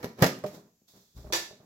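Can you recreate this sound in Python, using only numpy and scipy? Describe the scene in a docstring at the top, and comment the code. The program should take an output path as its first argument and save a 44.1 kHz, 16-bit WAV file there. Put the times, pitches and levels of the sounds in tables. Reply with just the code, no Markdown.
"""Opening a tin box

A tight lid is worked off close by, in a small live room. The rim scrapes in stick-slip and snaps free,
the air inside gives a hollow pop, and the walls ring. Fingers knock and slide on the box,
the table thuds, and the lid is put down with a bright sheet-metal clatter."""
import sys
import numpy as np
from scipy import signal
from scipy.fft import rfft, irfft
from scipy.io import wavfile

SR = 44100
rng = np.random.default_rng(int(sys.argv[2]) if len(sys.argv) > 2 else 0)


def to_wav(s):
    """Save 16-bit WAV."""
    ch = np.atleast_2d(s).T  # columns
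    pcm = np.round(np.clip(ch, -1, 1) * 32767)  # PCM
    wavfile.write(sys.argv[1], SR, pcm.astype(np.int16))


N = 72765
T = np.arange(N) / SR
HZ = np.maximum(np.fft.rfftfreq(N, 1 / SR), 1)
COHERENT_BELOW_HZ = 920


def amp(db):
    """Decibels to gain."""
    return 10 ** (np.asarray(db) / 20)


def curve(points, hz):
    """Interpolate (f/Hz, value) points over log frequency."""
    freqs, values = np.array(points, float).T
    return np.interp(np.log(hz), np.log(freqs), values)


def noise():
    """Two independent white noises."""
    return rng.standard_normal((2, N))


def stereo_spectra(x):
    """Two independent signals as left and right spectra, coherent in the bass."""
    mid, side = rfft(x)
    coherence = 1 / (1 + (HZ / COHERENT_BELOW_HZ) ** 4)
    return (mid * np.sqrt(1 + coherence) + np.array([side, -side]) * np.sqrt(1 - coherence)) / np.sqrt(2)


def colour(x, points, tilt_db_per_oct=0, body_db=0):
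    """Shape stereo noise by a spectrum, a tilt and a body response; rms 1."""
    gain_db = curve(points, HZ) + tilt_db_per_oct * np.log2(HZ / 1000) + body_db
    shaped = irfft(stereo_spectra(x) * amp(gain_db), N)
    return shaped / shaped.std()


def decay(start, t60):
    """Sudden onset, exponential fall."""
    return (T >= start) * np.exp(-np.log(1000) * np.maximum(T - start, 0) / t60)


def ring(start, modes, rise_s=.001, corner_hz=np.inf):
    """Damped modes after one blow; soft contact weakens those above the corner."""
    out = np.zeros((2, N))
    first = int(start * SR)
    t = T[:min(N - first, SR)]
    swell = 1 - np.exp(-t / rise_s)
    for hz, db, t60 in modes:
        phase = rng.uniform(-np.pi, np.pi, (2, 1)) / (1 + (COHERENT_BELOW_HZ / hz) ** 4)
        gain = amp(db) / np.hypot(1, (hz / corner_hz) ** 2)
        envelope = gain * swell * np.exp(-np.log(1000) * t / t60)
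        out[:, first:first + len(t)] += envelope * np.sin(2 * np.pi * hz * t + phase)
    return out


def sheet_metal_db(peaks, ripple_db=2.2, spacing_hz=90):
    """Thin sheet response: a few strong resonances among many irregular weak ones."""
    grid = np.arange(0, SR / 2, spacing_hz)
    ripple = ripple_db * np.interp(HZ, grid, rng.standard_normal(len(grid)))
    resonances = sum(db / (1 + (2 * (HZ - hz) / width) ** 2) for hz, width, db in peaks)
    return ripple * HZ / (HZ + COHERENT_BELOW_HZ) + resonances


def friction(strokes, spectrum, hiss_ratio=3, body_db=0, catches_per_s=900, spread_db=5):
    """Stick-slip catches over smooth hiss, swelling and dying with each stroke."""
    caught = rng.random(N) < catches_per_s / SR
    catches = caught * amp(spread_db * rng.standard_normal(N)) * noise()
    effort = sum(amp(db) * np.exp(-np.maximum((at - T) / rise, (T - at) / fall))
                 for at, rise, fall, db in strokes)
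    return effort * colour(catches / catches.std() + hiss_ratio * noise(), spectrum, body_db=body_db)


# noise floor: f/Hz, level/dB
FLOOR_SPECTRUM = [(30, -1), (150, 3), (500, -9), (1200, -16), (2700, -13.5), (4000, -12.5), (7000, -3.5),
                  (9000, -22), (13000, -7), (16000, -12.5)]

def noise_floor(level_db=-73):
    """Faint steady rumble and hiss."""
    return amp(level_db) * colour(noise(), FLOOR_SPECTRUM)


# reverberation: f/Hz, t60/s
ROOM_DECAY = [(60, 0.19), (200, 0.46), (600, 0.3), (2000, 0.33), (6000, 0.4), (14000, 0.21)]

def room_tail(gap_s=.004, build_s=.0027):
    """Diffuse reflections, each octave dying at its own rate."""
    spectra, tail = stereo_spectra(noise()), 0
    centres = 62.5 * 2. ** np.arange(9)
    for hz, share in zip(centres, np.eye(len(centres))):
        band = irfft(spectra * np.interp(np.log(HZ), np.log(centres), share), N)
        tail += band * decay(gap_s, curve(ROOM_DECAY, hz))
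    tail *= 1 - np.exp(-T / build_s)
    return tail / np.sqrt(np.sum(tail ** 2) / 2)


# strokes: peak t/s, rise/s, fall/s, level/dB
FINGER_STROKES = [(.49, .03, 0.027, -63), (.55, 0.024, 0.029, -53.5), (.883, 0.0045, 0.095, -59),
                  (.962, .006, 0.33, -70.5), (1.168, 0.0076, 0.1, -60.5), (1.255, 0.015, 0.12, -84)]
PALM_STROKES = [(.37, 0.065, 0.083, -50), (.545, .03, 0.042, -49.5), (.68, 0.027, 0.017, -68),
                (.965, 0.019, 0.036, -58), (1.178, 0.0095, 0.047, -53), (1.275, 0.0214, .02, -52),
                (1.42, 0.09, 0.035, -67.5), (1.635, 0.09, 0.073, -60)]
# friction spectra: f/Hz, level/dB
FINGER_SPECTRUM = [(200, 1), (900, -6), (3050, -8), (3400, 4), (7200, 2), (8600, -9.5), (12500, -1.5),
                   (16000, -3.5)]
PALM_SPECTRUM = [(40, -21.5), (150, 7), (550, -2), (1200, -10.5), (2000, -17.5), (3500, -28), (16000, -32)]

def skin_friction():
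    """Fingers hiss over the printed metal; the gripping palm rubs lower."""
    return friction(FINGER_STROKES, FINGER_SPECTRUM) + friction(PALM_STROKES, PALM_SPECTRUM)


# blows: t/s, level/dB
TABLE_BLOWS = [(1.149, -49.5), (1.165, -36.5), (1.198, -44.5), (1.249, -36.5), (1.281, -47)]
# table modes: f/Hz, level/dB, t60/s
TABLE_RING = [(59.3, 0, 0.13), (113.3, -9, 0.21), (144, -11.5, 0.17)]

def table_thuds():
    """Dull blows excite the table's low modes."""
    return sum(amp(db) * ring(at, TABLE_RING, rise_s=.0014) for at, db in TABLE_BLOWS)


# knocks: t/s, level/dB, corner f/Hz, rise/s
FINGER_KNOCKS = [(0.439, -19.5, 848, 0.0116), (.494, -51, 880, 0.0015), (.528, -41, 225, 0.01),
                 (.574, -45.5, 500, 0.0048), (.648, -51.5, 300, 0.0059), (0.816, -55.5, 140, 0.0035),
                 (0.937, -52, 260, 0.0071), (1.245, -47.5, 650, 0.0013), (1.3023, -42.5, 1240, 0.00113),
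                 (1.5082, -49, 900, 0.00077), (1.527, -45.5, 510, 0.0048), (1.602, -55, 650, 0.00049)]
# held box modes: f/Hz, level/dB, t60/s
HELD_BOX_MODES = [(150, -4, .08), (193, -7, .1), (287, -12, .06), (409, 1, .075), (442, -2, .07),
                  (520, -6, .04), (604, -5, .16), (615, 2, .06), (745, -4, .05), (900, -15, .04),
                  (1280, -14, .04)]
# contact noise: f/Hz, level/dB
TAP_SPECTRUM = [(60, -24), (250, -1.5), (600, 2), (1200, -2.5), (2500, -12), (8000, -1)]

def finger_knocks(tap_db=-10, tap_t60_s=.07):
    """Fingers bump the held box: modes plus contact noise, the softer the duller."""
    out = 0
    for at, db, corner_hz, rise_s in FINGER_KNOCKS:
        lowpass_db = -20 * np.log10(np.hypot(1, (HZ / corner_hz) ** 2))
        tap = decay(at, tap_t60_s) * colour(noise(), TAP_SPECTRUM, body_db=lowpass_db)
        out += amp(db) * (ring(at, HELD_BOX_MODES, rise_s, corner_hz) + amp(tap_db) * tap)
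    return out


# impacts: t/s, level/dB, t60/s
LID_IMPACTS = [(1.3242, -27.5, 0.17), (1.333, -23.5, 0.12), (1.347, -29, 0.3), (1.367, -36, 0.16)]
# crash spectrum: f/Hz, level/dB
LID_SPECTRUM = [(60, -5.5), (250, -9), (350, 0.5), (600, 1), (1100, -2), (1800, -1.5), (2800, -2),
                (4000, -0.5), (6000, 0), (7900, -4.5), (8300, -14.5), (10000, -9.5), (12500, -8.5),
                (16000, -14)]
# crash resonances: f/Hz, width/Hz, boost/dB
LID_PEAKS = [(970, 96, 6.2), (1330, 54, 1.7), (1726, 56, 8.4), (2085, 110, 5.6), (2560, 87, 2.3),
             (3410, 110, 3.4), (3790, 510, 4.7), (4800, 150, 2.9), (5710, 91, 3.7), (7200, 360, 4.8)]
# lid modes: f/Hz, level/dB, t60/s
LID_RING = [(343, 0, .2), (1765, -2, .27), (2485, -8, .32), (3390, -8, .3), (3711, -6, .27),
            (3835, -4, .29), (4560, -6, .2), (4752, -4, .24), (5849, -1, .25), (6885, -9, .24)]

def lid_clatter(ring_db=-32, left_minus_right_db=-2):
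    """The lid lands and rocks: a crash of dense modes, a few of which ring on."""
    body = sheet_metal_db(LID_PEAKS)
    crash = sum(amp(db) * decay(at, t60) * colour(noise(), LID_SPECTRUM, body_db=body)
                for at, db, t60 in LID_IMPACTS)
    ringing = amp(ring_db) * ring(LID_IMPACTS[0][0], LID_RING)
    return (crash + ringing) * amp(left_minus_right_db * np.array([[.5], [-.5]]))


# strokes: peak t/s, rise/s, fall/s, level/dB
RIM_STROKES = [(.006, 0.019, 0.012, -51), (.03, 0.0012, .008, -41), (.046, 0.0099, 0.013, -31.5),
               (.1, 0.015, .04, -56.5), (.193, 0.0098, 0.014, -42.5), (.22, 0.0081, .003, -27.5)]
# scrape spectrum: f/Hz, level/dB
SCRAPE_SPECTRUM = [(40, -23.5), (130, 3.5), (550, -3), (1000, -8.5), (2500, -18.5), (6000, -20),
                   (9000, -33.5), (13000, -24.5), (16000, -31)]
# metal resonances: f/Hz, width/Hz, boost/dB
SCRAPE_RESONANCES = [(266, 40, -0.5), (360, 86, 3), (468, 60, 5), (546, 130, 3.5), (980, 49, 7.5),
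                     (1297, 90, 3), (1760, 140, 7), (2230, 170, 7)]

def rim_scrape():
    """The tight rim sticks and slips on the box."""
    body = sheet_metal_db(SCRAPE_RESONANCES)
    return friction(RIM_STROKES, SCRAPE_SPECTRUM, hiss_ratio=.88, body_db=body)


# clicks: t/s, level/dB, t60/s, tilt/(dB/octave)
TIN_CLICKS = [(0.2227, -13.5, 0.0077, 6.5), (0.2237, -14.5, 0.13, -0.92), (0.2419, -19.5, 0.029, 2),
              (0.264, -26, 0.097, 1.5), (0.389, -47, .012, 9), (.439, -46, 0.11, 0.5),
              (.462, -45, 0.18, 1.5)]
# click spectrum: f/Hz, level/dB
CLICK_SPECTRUM = [(35, -19), (120, 0), (300, 3), (700, -0.5), (1100, -6.5), (1800, -9), (2800, -9),
                  (5500, -11), (7300, -15.5), (9000, -25), (12500, -16), (16000, -23.5)]
# metal resonances: f/Hz, width/Hz, boost/dB
CLICK_RESONANCES = [(680, 60, 3), (990, 64, 2.6), (1230, 40, 12), (1750, 47, 4.2), (1960, 660, 5.4),
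                    (5300, 1100, 1.7), (12740, 540, 2)]

def tin_clicks():
    """Sharp clicks on the tin: the rim snaps free, then light ticks as the box is knocked."""
    body = sheet_metal_db(CLICK_RESONANCES)
    return sum(amp(db) * decay(at, t60) * colour(noise(), CLICK_SPECTRUM, tilt, body)
               for at, db, t60, tilt in TIN_CLICKS)


# freed box modes: f/Hz, level/dB, t60/s
WALL_MODES = [(138, 1, .16), (170, -3, .14), (269, -1, .25), (288, -7, .25), (455, -4, .23), (536, -2, .22),
              (604, -7, .28), (679, -3, .14), (783, -2, .14), (909, -9, .17), (1363, -10, .17),
              (1611, -8, .15), (1698, -9, .15), (1858, -9, .2)]

def wall_ring(level_db=-20.5):
    """The walls ring as the lid lets go at the second click."""
    return amp(level_db) * ring(TIN_CLICKS[1][0], WALL_MODES)


def air_pop(at_s=.2205, hz=157, level_db=-.5, t60_s=.027):
    """Suction breaks: the air in the box swings for a few cycles."""
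    return -ring(at_s, [(hz, level_db, t60_s)], rise_s=.0026)


# box balance: f/Hz, left minus right/dB
BOX_BALANCE = [(100, 2), (300, 1.5), (650, -4.5), (1200, -5.5), (2800, -1.5), (5500, -5), (9000, 2),
               (15000, -4.5)]

def place_box(x, left_lag_s=.00008):
    """The box sits a little to the right: the left lags, the balance varies with frequency."""
    balance_db = curve(BOX_BALANCE, HZ)
    lag = np.exp(-2j * np.pi * HZ * np.array([[left_lag_s], [0]]))
    return irfft(rfft(x) * lag * amp(np.array([balance_db, -balance_db]) / 2), N)


def scene():
    """The box close by and the lid farther off share one room."""
    tail = room_tail()

    def in_room(x, wet_db):
        return x + amp(wet_db) * signal.fftconvolve(x, tail, axes=1)[:, :N]

    box = in_room(skin_friction() + rim_scrape() + tin_clicks(), wet_db=-7.5)
    box += in_room(table_thuds() + finger_knocks(), wet_db=-12)
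    box += wall_ring() + in_room(air_pop(), wet_db=-14.5)
    return noise_floor() + in_room(lid_clatter(), wet_db=-6.5) + place_box(box)


def record(dry, low_hz=35, top_hz=16000):
    """Cut the deep bass and the extreme treble."""
    highpass = signal.butter(2, low_hz, "highpass", fs=SR, output="sos")
    lowpass = signal.ellip(10, .2, 70, top_hz, fs=SR, output="sos")
    return signal.sosfilt(lowpass, signal.sosfilt(highpass, dry))


dry = scene()
out = record(dry)
to_wav(out)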